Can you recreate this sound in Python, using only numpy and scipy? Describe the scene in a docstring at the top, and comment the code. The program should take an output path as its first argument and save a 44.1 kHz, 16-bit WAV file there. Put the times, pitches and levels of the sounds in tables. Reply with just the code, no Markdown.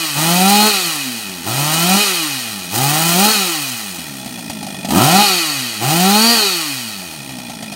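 """A two-stroke chainsaw in a yard, already running down, is revved three times in quick succession.
It then falls back to a popping idle, is revved twice more, and runs down to popping again.
Throughout, the crank's speed and the throttle set the strength of exhaust pulses, gas hiss, clatter,
the ringing chain, fan whine and airbox drone; each pull drives the crank up, and friction slows it.
Woodpile and house wall answer with a short scattered echo; both channels are alike."""
import sys
import numpy as np
from scipy.fft import rfft, irfft, next_fast_len
from scipy.io import wavfile
from scipy.ndimage import uniform_filter1d, map_coordinates

SR = 44100
rng = np.random.default_rng(int(sys.argv[2]) if len(sys.argv) > 2 else 0)


def unload_audio(sound):
    """Save the sound as a 16-bit wav file, at the path given as the first command line argument."""
    columns = np.transpose(np.atleast_2d(sound))
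    # keep every value between -1 and 1, then stretch to whole-number steps
    steps = np.round(np.clip(columns, -1, 1) * 32767)
    wavfile.write(sys.argv[1], SR, steps.astype(np.int16))


N = 341775
TIME = np.arange(N) / SR
GRID = next_fast_len(N + SR // 2, True)
FREQS = np.fft.rfftfreq(GRID, 1 / SR)
TOP_HZ = 15780  # band limit

START_HZ, START_RUNDOWN_PER_S = 168.97, 1.28  # the saw is already running down at the start
IDLE_HZ, IDLE_SAG_PER_S = 68.03, 0.55  # below this speed idle firings slow the run-down
REF_HZ = 200  # crank speed at which the loudness laws are stated
GASP_S = 0.093  # the opening gasp peaks this long after the pull
FIRST_SHUT_DB, SECOND_OPEN_DB, SECOND_SHUT_DB = -16, -17.5, -19.5  # added to the boom curve
GROUND_ECHO_S, GROUND_SWAY_S, GROUND_DB = 0.003, 0.0003, -7

# Trigger pulls; the saw is held differently for each, which changes what reaches the listener:
# [opens t/s, shuts t/s, shutting time t/s, run-down rate/(1/s), opening gasp level/dB, then relative
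# levels: bark/dB, hiss/dB, clatter/dB, bar ring/dB, whine and blare/dB, airbox/dB]
PULLS = [(0.158, 0.687, 0.065, 1.315, 1, -2, -3, 0.5, 0.5, -3.5, 7),
         (1.454, 1.99, 0.046, 1.37, -1, -3, -3, 1.5, -4, -8, 6),
         (2.72, 3.304, 0.087, 1.45, 1.5, -2, -0.5, 0, -4.5, -7.5, 3),
         (4.888, 5.227, 0.072, 1.25, 10.5, 2.5, -6, 2.5, 8, -4, 7),
         (5.805, 6.349, .17, 1.385, 3.5, -3, -4.5, -0.5, 5.5, -3.5, 2)]
# The crank's climb during each pull: [t/s, turns a second f/Hz]
CRANK_CLIMBS = [
    [(0.15, 137.3), (0.198, 152.5), (0.27, 167.0), (0.412, 185.4), (0.512, 202.2), (0.68, 215.7)],
    [(1.43, 79.6), (1.466, 98.6), (1.502, 115.7), (1.598, 141.8), (1.826, 169.9), (2.02, 210.6)],
    [(2.69, 85.2), (2.814, 133), (3.018, 163.3), (3.152, 174.7), (3.248, 209.3), (3.32, 220.5)],
    [(4.87, 48.45), (4.98, 95.85), (5.03, 125.5), (5.088, 157), (5.164, 195.5), (5.22, 211.2)],
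    [(5.79, 100.9), (5.866, 132.8), (5.924, 159.4), (6.06, 191.1), (6.258, 229.5), (6.33, 237.1)],
]
# Gain of the muffler on exhaust pulses: [f/Hz, relative level/dB]
MUFFLER_GAIN = [(30, -58), (55, -36), (90, 1), (200, 11), (330, 5), (440, -4), (590, 4.5), (700, 2.5),
                (820, 10), (1020, -1.5), (1300, 3), (1700, -11.5), (3200, -8), (6000, -19), (16000, -17.5)]
# Spectrum of the rushing gas: [f/Hz, relative level/dB]
GAS_SPECTRUM = [(100, -23.5), (480, -7), (1100, 0), (2200, -13), (4500, -5), (9000, 1.5), (13000, -4),
                (15500, 3)]
# Spectrum of struck metal: [f/Hz, relative level/dB]
METAL_SPECTRUM = [(100, -17.5), (300, -15), (450, -3.5), (600, -2.5), (800, -11.5), (1100, 0), (1600, -8.5),
                  (1950, -9), (2300, -8.5), (4500, -5), (9000, -5), (11000, -4.5), (15500, -17.5)]
# Resonances of the saw's housing and bar: [f/Hz, width f/Hz, lift level/dB]
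HOUSING_MODES = [(796, 53, 12.5), (1420, 200, 8.5), (1926, 254, 12.5), (2550, 310, 16), (3140, 330, 12.5),
                 (3814, 160, 7), (4330, 445, 10), (5034, 340, 7), (5740, 100, 8.5), (6215, 157, 10),
                 (6767, 260, 8.5), (8390, 780, 4), (9470, 360, 5), (11700, 390, 4.5), (13540, 720, 7)]
# Modes of the loose steel of clutch and chain: [f/Hz, width f/Hz, relative level/dB]
STEEL_MODES = [(1344, 48, -3.5), (1860, 73, -0.5), (2474, 43, 7.5), (3390, 130, 1.5), (4310, 91, -1.5),
               (4890, 42, -1), (5520, 110, -3.5), (6220, 150, -6), (8940, 520, -5), (11600, 510, -19)]
# Cooling fan: [crank order, relative level/dB]
FAN_ORDERS = [(12, -2), (18, 7), (20, 9.5), (22, -13)]
# How muffler and ground pass the piston's low orders: [f/Hz, level/dB]
BOOM_GAIN = [(50, -42), (105, -29.5), (142, -19), (158, -24), (180, -16.5), (198, -14), (220, -17),
             (240, -14), (310, -12), (450, -9)]
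# Air intake: [crank order, relative level/dB]
INTAKE_ORDERS = [(3, -5.5), (4, -2.5), (5, -10)]
# Muffler resonances that a crank order sweeps through: [order, f/Hz, width f/Hz, relative level/dB]
BLARE_MODES = [(3, 587, 70, -32), (4, 791, 178, -14.5), (6, 1275, 140, -30)]
# Single firings at idle: [t/s, relative level/dB]
IDLE_FIRINGS = [(3.987, -19.5), (4.26, -19.5), (4.384, -21), (4.498, -14.5), (4.629, -19), (4.667, -19),
                (4.703, -24), (4.744, -21), (4.803, -26), (4.847, -14), (4.887, -15), (4.906, -9),
                (7.13, -33), (7.221, -32), (7.293, -21), (7.386, -24), (7.497, -20), (7.627, -18.5),
                (7.723, -19)]
# Spectrum of an idle firing's thump: [f/Hz, relative level/dB]
THUMP_SPECTRUM = [(40, -16), (110, 0.5), (250, 9), (450, -20.5), (600, 0.5), (850, 3.5), (1080, -30),
                  (1700, -29), (4000, -36), (9000, -25), (14000, -48)]

# Loudness laws, before each pull's own level is added:
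# [open-throttle level/dB at REF_HZ, its slope/(dB per octave of speed),
#  shut-throttle level/dB at REF_HZ, its slope/(dB per octave of speed)]
# Exhaust bark: columns as above
BARK_LOUDNESS = (-19, 7.5, -28, 23)
# Gas blown through the muffler each turn: columns as above
PUTTER_LOUDNESS = (-37.5, -4.5, -43.5, -1)
# Gas hiss: columns as above
HISS_LOUDNESS = (-14.5, 6.5, -20, 9)
# Clatter of piston and chain: columns as above
CLATTER_LOUDNESS = (-17, 11.5, -17, 12.5)
# Jingle of loose steel: columns as above
JINGLE_LOUDNESS = (-31, 13, -41.5, -3.5)
# Ringing of the chain on the bar: columns as above
RING_LOUDNESS = (-32, 28, -26.5, 18.5)
# Airbox drone: columns as above
AIRBOX_LOUDNESS = (-44.5, -12.5, -52, -12)


def amp(db):
    """Logarithmic level: decibels to an amplitude ratio."""
    return 10 ** (np.asarray(db) / 20)


def unit(x):
    """Normalisation: scale to an rms of 1."""
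    return x / np.sqrt(np.mean(x ** 2) + 1e-20)


def wobble(rate):
    """Random modulation: a smooth curve through `rate` random knots a second."""
    knots = rng.standard_normal(int(N * rate / SR) + 4)
    return map_coordinates(knots, [TIME * rate])


def along(points, at=FREQS):
    """Spectral envelope: points of frequency and level joined on a logarithmic axis."""
    hz, db = np.transpose(points)
    return np.interp(np.log(at + 1), np.log(hz), db)


def causal(db):
    """Minimum phase: the response with this gain that rings only after a blow."""
    cepstrum = irfft(np.log(amp(db)), GRID)
    return np.exp(rfft(2 * cepstrum[:GRID // 2], GRID) - cepstrum[0])


def resonance(hz, width):
    """Damped resonance: the response of one mode."""
    damping = 1j * FREQS * width
    return damping / (hz ** 2 - FREQS ** 2 + damping)


def filtered(x, response):
    """Linear filtering: the spectrum of x times a frequency response."""
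    return irfft(rfft(x, GRID) * response, GRID)[:N]


def scattering(t60):
    """Diffuse decay: the response of many close modes or echoes dying together."""
    t = TIME[:SR // 2]
    tail = rng.standard_normal(len(t)) * amp(-60 * t / t60)
    return rfft(unit(tail) / np.sqrt(len(t)), GRID)


def pulses(times, sizes):
    """Band-limited impulses: windowed sincs that may fall between samples."""
    at = np.clip(times * SR, 8, N - 10)[:, None]
    taps = at.astype(int) + np.arange(-7, 9)
    shape = np.sinc(taps - at) * np.sinc((taps - at) / 8)
    return np.bincount(taps.ravel(), (sizes[:, None] * shape).ravel(), N)


def bursts(turns, length):
    """Periodic excitation: a spurt of noise each turn, decaying over this share of the turn."""
    return rng.standard_normal(N) * np.exp(-(turns % 1) / length)


def since_pop():
    """Event clock: seconds since the latest idle firing, and its gain (0 before the first)."""
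    times, db = np.transpose(IDLE_FIRINGS)
    latest = np.maximum(np.searchsorted(times, TIME) - 1, 0)
    return np.abs(TIME - times[latest]), amp(db[latest]) * (TIME > times[0])


def run_down(age, top_hz, rate):
    """Exponential decay: friction takes a fixed share of speed each second, less once at idle."""
    to_idle = np.log(top_hz / IDLE_HZ) / rate
    friction = rate * np.clip(age, 0, to_idle)
    idle_sag = IDLE_SAG_PER_S * np.maximum(age - to_idle, 0)
    return top_hz * np.exp(-friction - idle_sag)


def crank():
    """Drive and friction: each pull speeds the crank up, then it runs down until the next."""
    speed = run_down(TIME, START_HZ, START_RUNDOWN_PER_S)
    for climb, (opens, shuts, shut_time, rate, *levels) in zip(CRANK_CLIMBS, PULLS):
        times, hz = np.transpose(climb)
        climbing = np.interp(TIME, times, hz)
        falling = run_down(TIME - times[-1], hz[-1], rate)
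        rev = np.where(TIME < times[-1], climbing, falling)
        speed = np.where(TIME < times[0], speed, rev)
    return uniform_filter1d(speed, size=SR // 60)


def kicked(speed, kick=0.11, fade=0.09):
    """Impulsive drive: each idle firing speeds the crank up, and it sags again."""
    age, gain = since_pop()
    surge = uniform_filter1d(np.exp(-age / fade) * (gain > 0), size=SR // 80)
    local_mean = uniform_filter1d(surge, size=SR // 6)
    return speed * (1 + kick * (surge - local_mean))


def trigger():
    """Control: throttle opening 0-1, gasp in dB after each pull, the latest pull's part levels."""
    opens, shuts, shut_time, rate, gasp_db, *parts_db = np.transpose(PULLS)
    latest = np.maximum(np.searchsorted(opens, TIME) - 1, 0)
    closing = np.clip(0.5 + (shuts[latest] - TIME) / shut_time[latest], 0, 1)
    held = (TIME > opens[latest]) * closing
    age = np.maximum(TIME - opens[latest], 0) / GASP_S
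    gasp = gasp_db[latest] * (age * np.exp(1 - age)) ** 2
    levels = [uniform_filter1d(db[latest], size=SR // 10) for db in parts_db]
    return uniform_filter1d(held, size=SR // 30), gasp, levels


def loudness(law, speed, throttle):
    """Power law: level is linear in octaves of speed, on one line open and another shut."""
    open_db, open_slope, shut_db, shut_slope = law
    octaves = np.log2(speed / REF_HZ)
    open_level = open_db + open_slope * octaves
    shut_level = shut_db + shut_slope * octaves
    return throttle * open_level + (1 - throttle) * shut_level


def housing():
    """Body resonance: the lift in dB that the saw's body gives each frequency."""
    return sum(db * np.exp(-((FREQS - hz) / width) ** 2) for hz, width, db in HOUSING_MODES)


def puffs(speed, turns, scatter, jitter):
    """Pulse train: one uneven puff a turn, less its mean and two lowest orders."""
    times = np.interp(np.arange(1, int(turns[-1])), turns, TIME)
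    size_chance, time_chance = rng.standard_normal((2, len(times)))
    sizes = 1 + np.interp(times, TIME, scatter) * size_chance
    # jitter is a share of a turn
    shifts = jitter * time_chance / np.interp(times, TIME, speed)
    train = pulses(times + shifts, sizes)
    low = speed / SR * (1 + 2 * np.cos(2 * np.pi * turns) + 2 * np.cos(4 * np.pi * turns))
    return (train - low) / np.sqrt(speed)


def exhaust(speed, turns, throttle):
    """Source and filter: firings bark through the muffler and stumble at the top of each rev."""
    stumble = sum(np.exp(-((TIME - shuts) / 0.093) ** 2) for opens, shuts, *rest in PULLS)
    train = puffs(speed, turns, scatter=0.14 + 0.3 * stumble, jitter=0.005)
    # under load at low speed the gas leaves in ragged gusts
    load = throttle * np.clip(120 / speed, 0, 1) ** 3
    gusts = bursts(turns, length=0.86) * load
    muffler = causal(along(MUFFLER_GAIN))
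    bark = unit(filtered(train, muffler)) + amp(-12) * unit(filtered(gusts, muffler))
    return bark + amp(-9) * filtered(bark, scattering(t60=0.12))


def swaying(x):
    """Interference: as the saw moves, its ground echo's delay drifts and harmonics swell and fade."""
    delay = GROUND_ECHO_S + GROUND_SWAY_S * wobble(5)
    return x + amp(GROUND_DB) * np.interp(TIME - delay, TIME, x)


def putter(turns):
    """Cavity resonance: each turn blows a little gas through the muffler's chambers, fired or not."""
    chambers = resonance(hz=660, width=150) ** 2 + 1.2 * resonance(hz=820, width=150) ** 2
    return unit(filtered(bursts(turns, length=0.5), chambers))


def hiss(turns, throttle, body_db):
    """Turbulence: gas rushes out as the port opens each turn, in sharper spurts under throttle."""
    spurt = np.exp(-(turns % 1) / 0.35)
    flow = (1 + (0.7 + 0.6 * throttle) * spurt) / (1.23 + 0.2 * throttle)
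    noise = flow * rng.standard_normal(N) * amp(1.8 * wobble(110))
    return unit(filtered(noise, causal(along(GAS_SPECTRUM) + body_db)))


def clatter(speed, turns, body_db, count=7):
    """Impact: piston and links strike at set crank angles; slack chain rattles after each jerk."""
    angles = (np.arange(count) + rng.uniform(-0.294, 0.294, count)) / count
    strikes = np.arange(int(turns[-1]))[:, None] + angles
    time_chance, size_chance = rng.standard_normal((2, len(strikes), count))
    times = np.interp(strikes, turns, TIME) + 2.5e-5 * time_chance
    sizes = amp(rng.standard_normal(count) + 0.66 * size_chance)
    blows = pulses(times.ravel(), sizes.ravel()) / np.sqrt(speed)
    knocks = unit(filtered(blows, scattering(t60=0.05)))
    # the slower the crank, the harder each turn jerks the chain
    slack = np.clip(62 / speed, 0, 1) ** 2
    strength = amp(2.5 * rng.standard_normal(2000))[turns.astype(int)]
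    jerk = 1 + 2 * slack * strength * np.exp(-(turns % 1) / 0.3)
    jerk = jerk / uniform_filter1d(jerk, size=SR // 10)
    rattle = unit(rng.standard_normal(N) * amp(1.15 * wobble(90) + 0.22 * wobble(580)))
    struck = jerk * (knocks + amp(-3) * rattle)
    return unit(filtered(struck, causal(along(METAL_SPECTRUM) + body_db)))


def jingle(turns):
    """Modal excitation: each turn shakes the loose steel; it stands out at idle."""
    # alternate signs
    steel = sum((-1) ** k * amp(db) * resonance(hz, width)
                for k, (hz, width, db) in enumerate(STEEL_MODES))
    return unit(filtered(bursts(turns, length=0.4), steel))


def chain_ring(turns):
    """Friction-driven resonance: links on the bar keep steel ringing in uneven bursts."""
    once_a_turn = 1 + 0.5 * np.cos(2 * np.pi * turns)
    rubbing = rng.standard_normal(N) * amp(2.7 * wobble(45)) * once_a_turn
    return unit(filtered(rubbing, resonance(hz=4473, width=300) ** 2))


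def fan(speed, turns):
    """Blade passing: vanes whine with speed and scream where orders cross the cover's resonance."""
    whine = 0
    for order, db in FAN_ORDERS:
        level = amp(db + 2.5 * wobble(40))
        whine = whine + level * np.sin(2 * np.pi * order * turns + 0.5 * wobble(150))
    cover = 0.02 + resonance(hz=4400, width=1000) ** 2
    return amp(-23) * (speed / REF_HZ) ** 2 * filtered(whine, cover)


def hum(speed, turns, throttle, gasp_db):
    """Volume pumping: the piston gives two clean low orders that swell and dip as they sweep."""
    shut = 1 - throttle
    first_db = along(BOOM_GAIN, speed) + shut * FIRST_SHUT_DB + 0.82 * gasp_db
    second_offset_db = throttle * SECOND_OPEN_DB + shut * SECOND_SHUT_DB
    second_db = along(BOOM_GAIN, 2 * speed) + second_offset_db + 1.63 * gasp_db
    first_sway_db = (2.3 - 1.7 * throttle) * wobble(24)
    first = amp(first_db + first_sway_db) * np.cos(2 * np.pi * turns + np.pi / 2)
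    second = amp(second_db + 2.5 * wobble(24)) * np.cos(4 * np.pi * turns)
    return np.sqrt(2) * (first + second)


def airbox(turns):
    """Forced cavity: intake gulps ring the airbox, a drone on a few orders when running slowly."""
    gulps = 0
    for order, db in INTAKE_ORDERS:
        level = amp(db + 2 * wobble(20))
        gulps = gulps + level * np.cos(2 * np.pi * order * turns + 0.25 * wobble(20))
    rush = 3 * rng.standard_normal(N)
    age, gain = since_pop()
    # each idle firing briefly weakens the drone
    choked = 1 - 0.7 * (gain > 0) * np.exp(-age / 0.015)
    return filtered(choked * (gulps + rush), resonance(hz=227, width=222) ** 2)


def yard(x, t60=0.2, wet_db=-10):
    """Reverberation: ground, logs and wall send back a short scattered echo."""
    return x + amp(wet_db) * filtered(x, scattering(t60))


def blare(turns, throttle):
    """Swept resonance: under throttle single orders pass the muffler's resonances and blare."""
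    total = 0
    for order, hz, width, db in BLARE_MODES:
        phase = 2 * np.pi * order * turns + 0.2 * wobble(80)
        tone = throttle * amp(2 * wobble(30)) * np.cos(phase)
        total = total + amp(db) * filtered(tone, resonance(hz, width) ** 2)
    return total


def pops(body_db):
    """Impulse response: an idle firing thumps the muffler, rings around inside it and spits gas."""
    times, db = np.transpose(IDLE_FIRINGS)
    age, gain = since_pop()
    gas = gain * np.exp(-age / 0.013) * rng.standard_normal(N)
    blow = pulses(times, amp(db + 27)) + amp(5) * gas
    thump = filtered(blow, causal(along(THUMP_SPECTRUM)))
    return thump + amp(-7) * filtered(gas, causal(along(METAL_SPECTRUM) + body_db))


def scene():
    """Superposition: the crank's speed and the trigger play all parts of the saw."""
    speed = kicked(crank())
    turns = np.cumsum(speed) / SR
    throttle, gasp_db, part_levels = trigger()
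    bark_db, hiss_db, clatter_db, ring_db, whine_db, airbox_db = part_levels
    body_db = housing()

    def gain(law, db):
        """Level addition: a part's loudness law plus its own level, as a gain."""
        return amp(loudness(law, speed, throttle) + db)

    bark = swaying(exhaust(speed, turns, throttle))
    saw = (gain(BARK_LOUDNESS, bark_db + 0.53 * gasp_db) * bark
           + gain(PUTTER_LOUDNESS, gasp_db) * putter(turns)
           + gain(HISS_LOUDNESS, hiss_db + 0.9 * gasp_db) * hiss(turns, throttle, body_db)
           + gain(CLATTER_LOUDNESS, clatter_db + 0.44 * gasp_db) * clatter(speed, turns, body_db)
           + gain(JINGLE_LOUDNESS, clatter_db) * jingle(turns)
           + gain(RING_LOUDNESS, ring_db) * chain_ring(turns)
           + pops(body_db))
    whines = amp(whine_db) * (fan(speed, turns) + blare(turns, throttle))
    tones = whines + hum(speed, turns, throttle, gasp_db)
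    drone = gain(AIRBOX_LOUDNESS, airbox_db + gasp_db) * airbox(turns)
    mono = yard(saw) + tones + drone  # only the saw's noises get the echo
    return np.array([mono, mono])


def record(dry):
    """Saturation and band limiting: peaks are rounded, deep bass and the top band are cut."""
    rounded = dry / (1 + np.abs(dry / 0.9) ** 8) ** (1 / 8)
    low_cut = FREQS ** 3 / (FREQS ** 3 + 50 ** 3)
    band = low_cut * (FREQS < TOP_HZ)
    return np.array([filtered(channel, band) for channel in rounded])


dry = scene()
out = record(dry)
unload_audio(out)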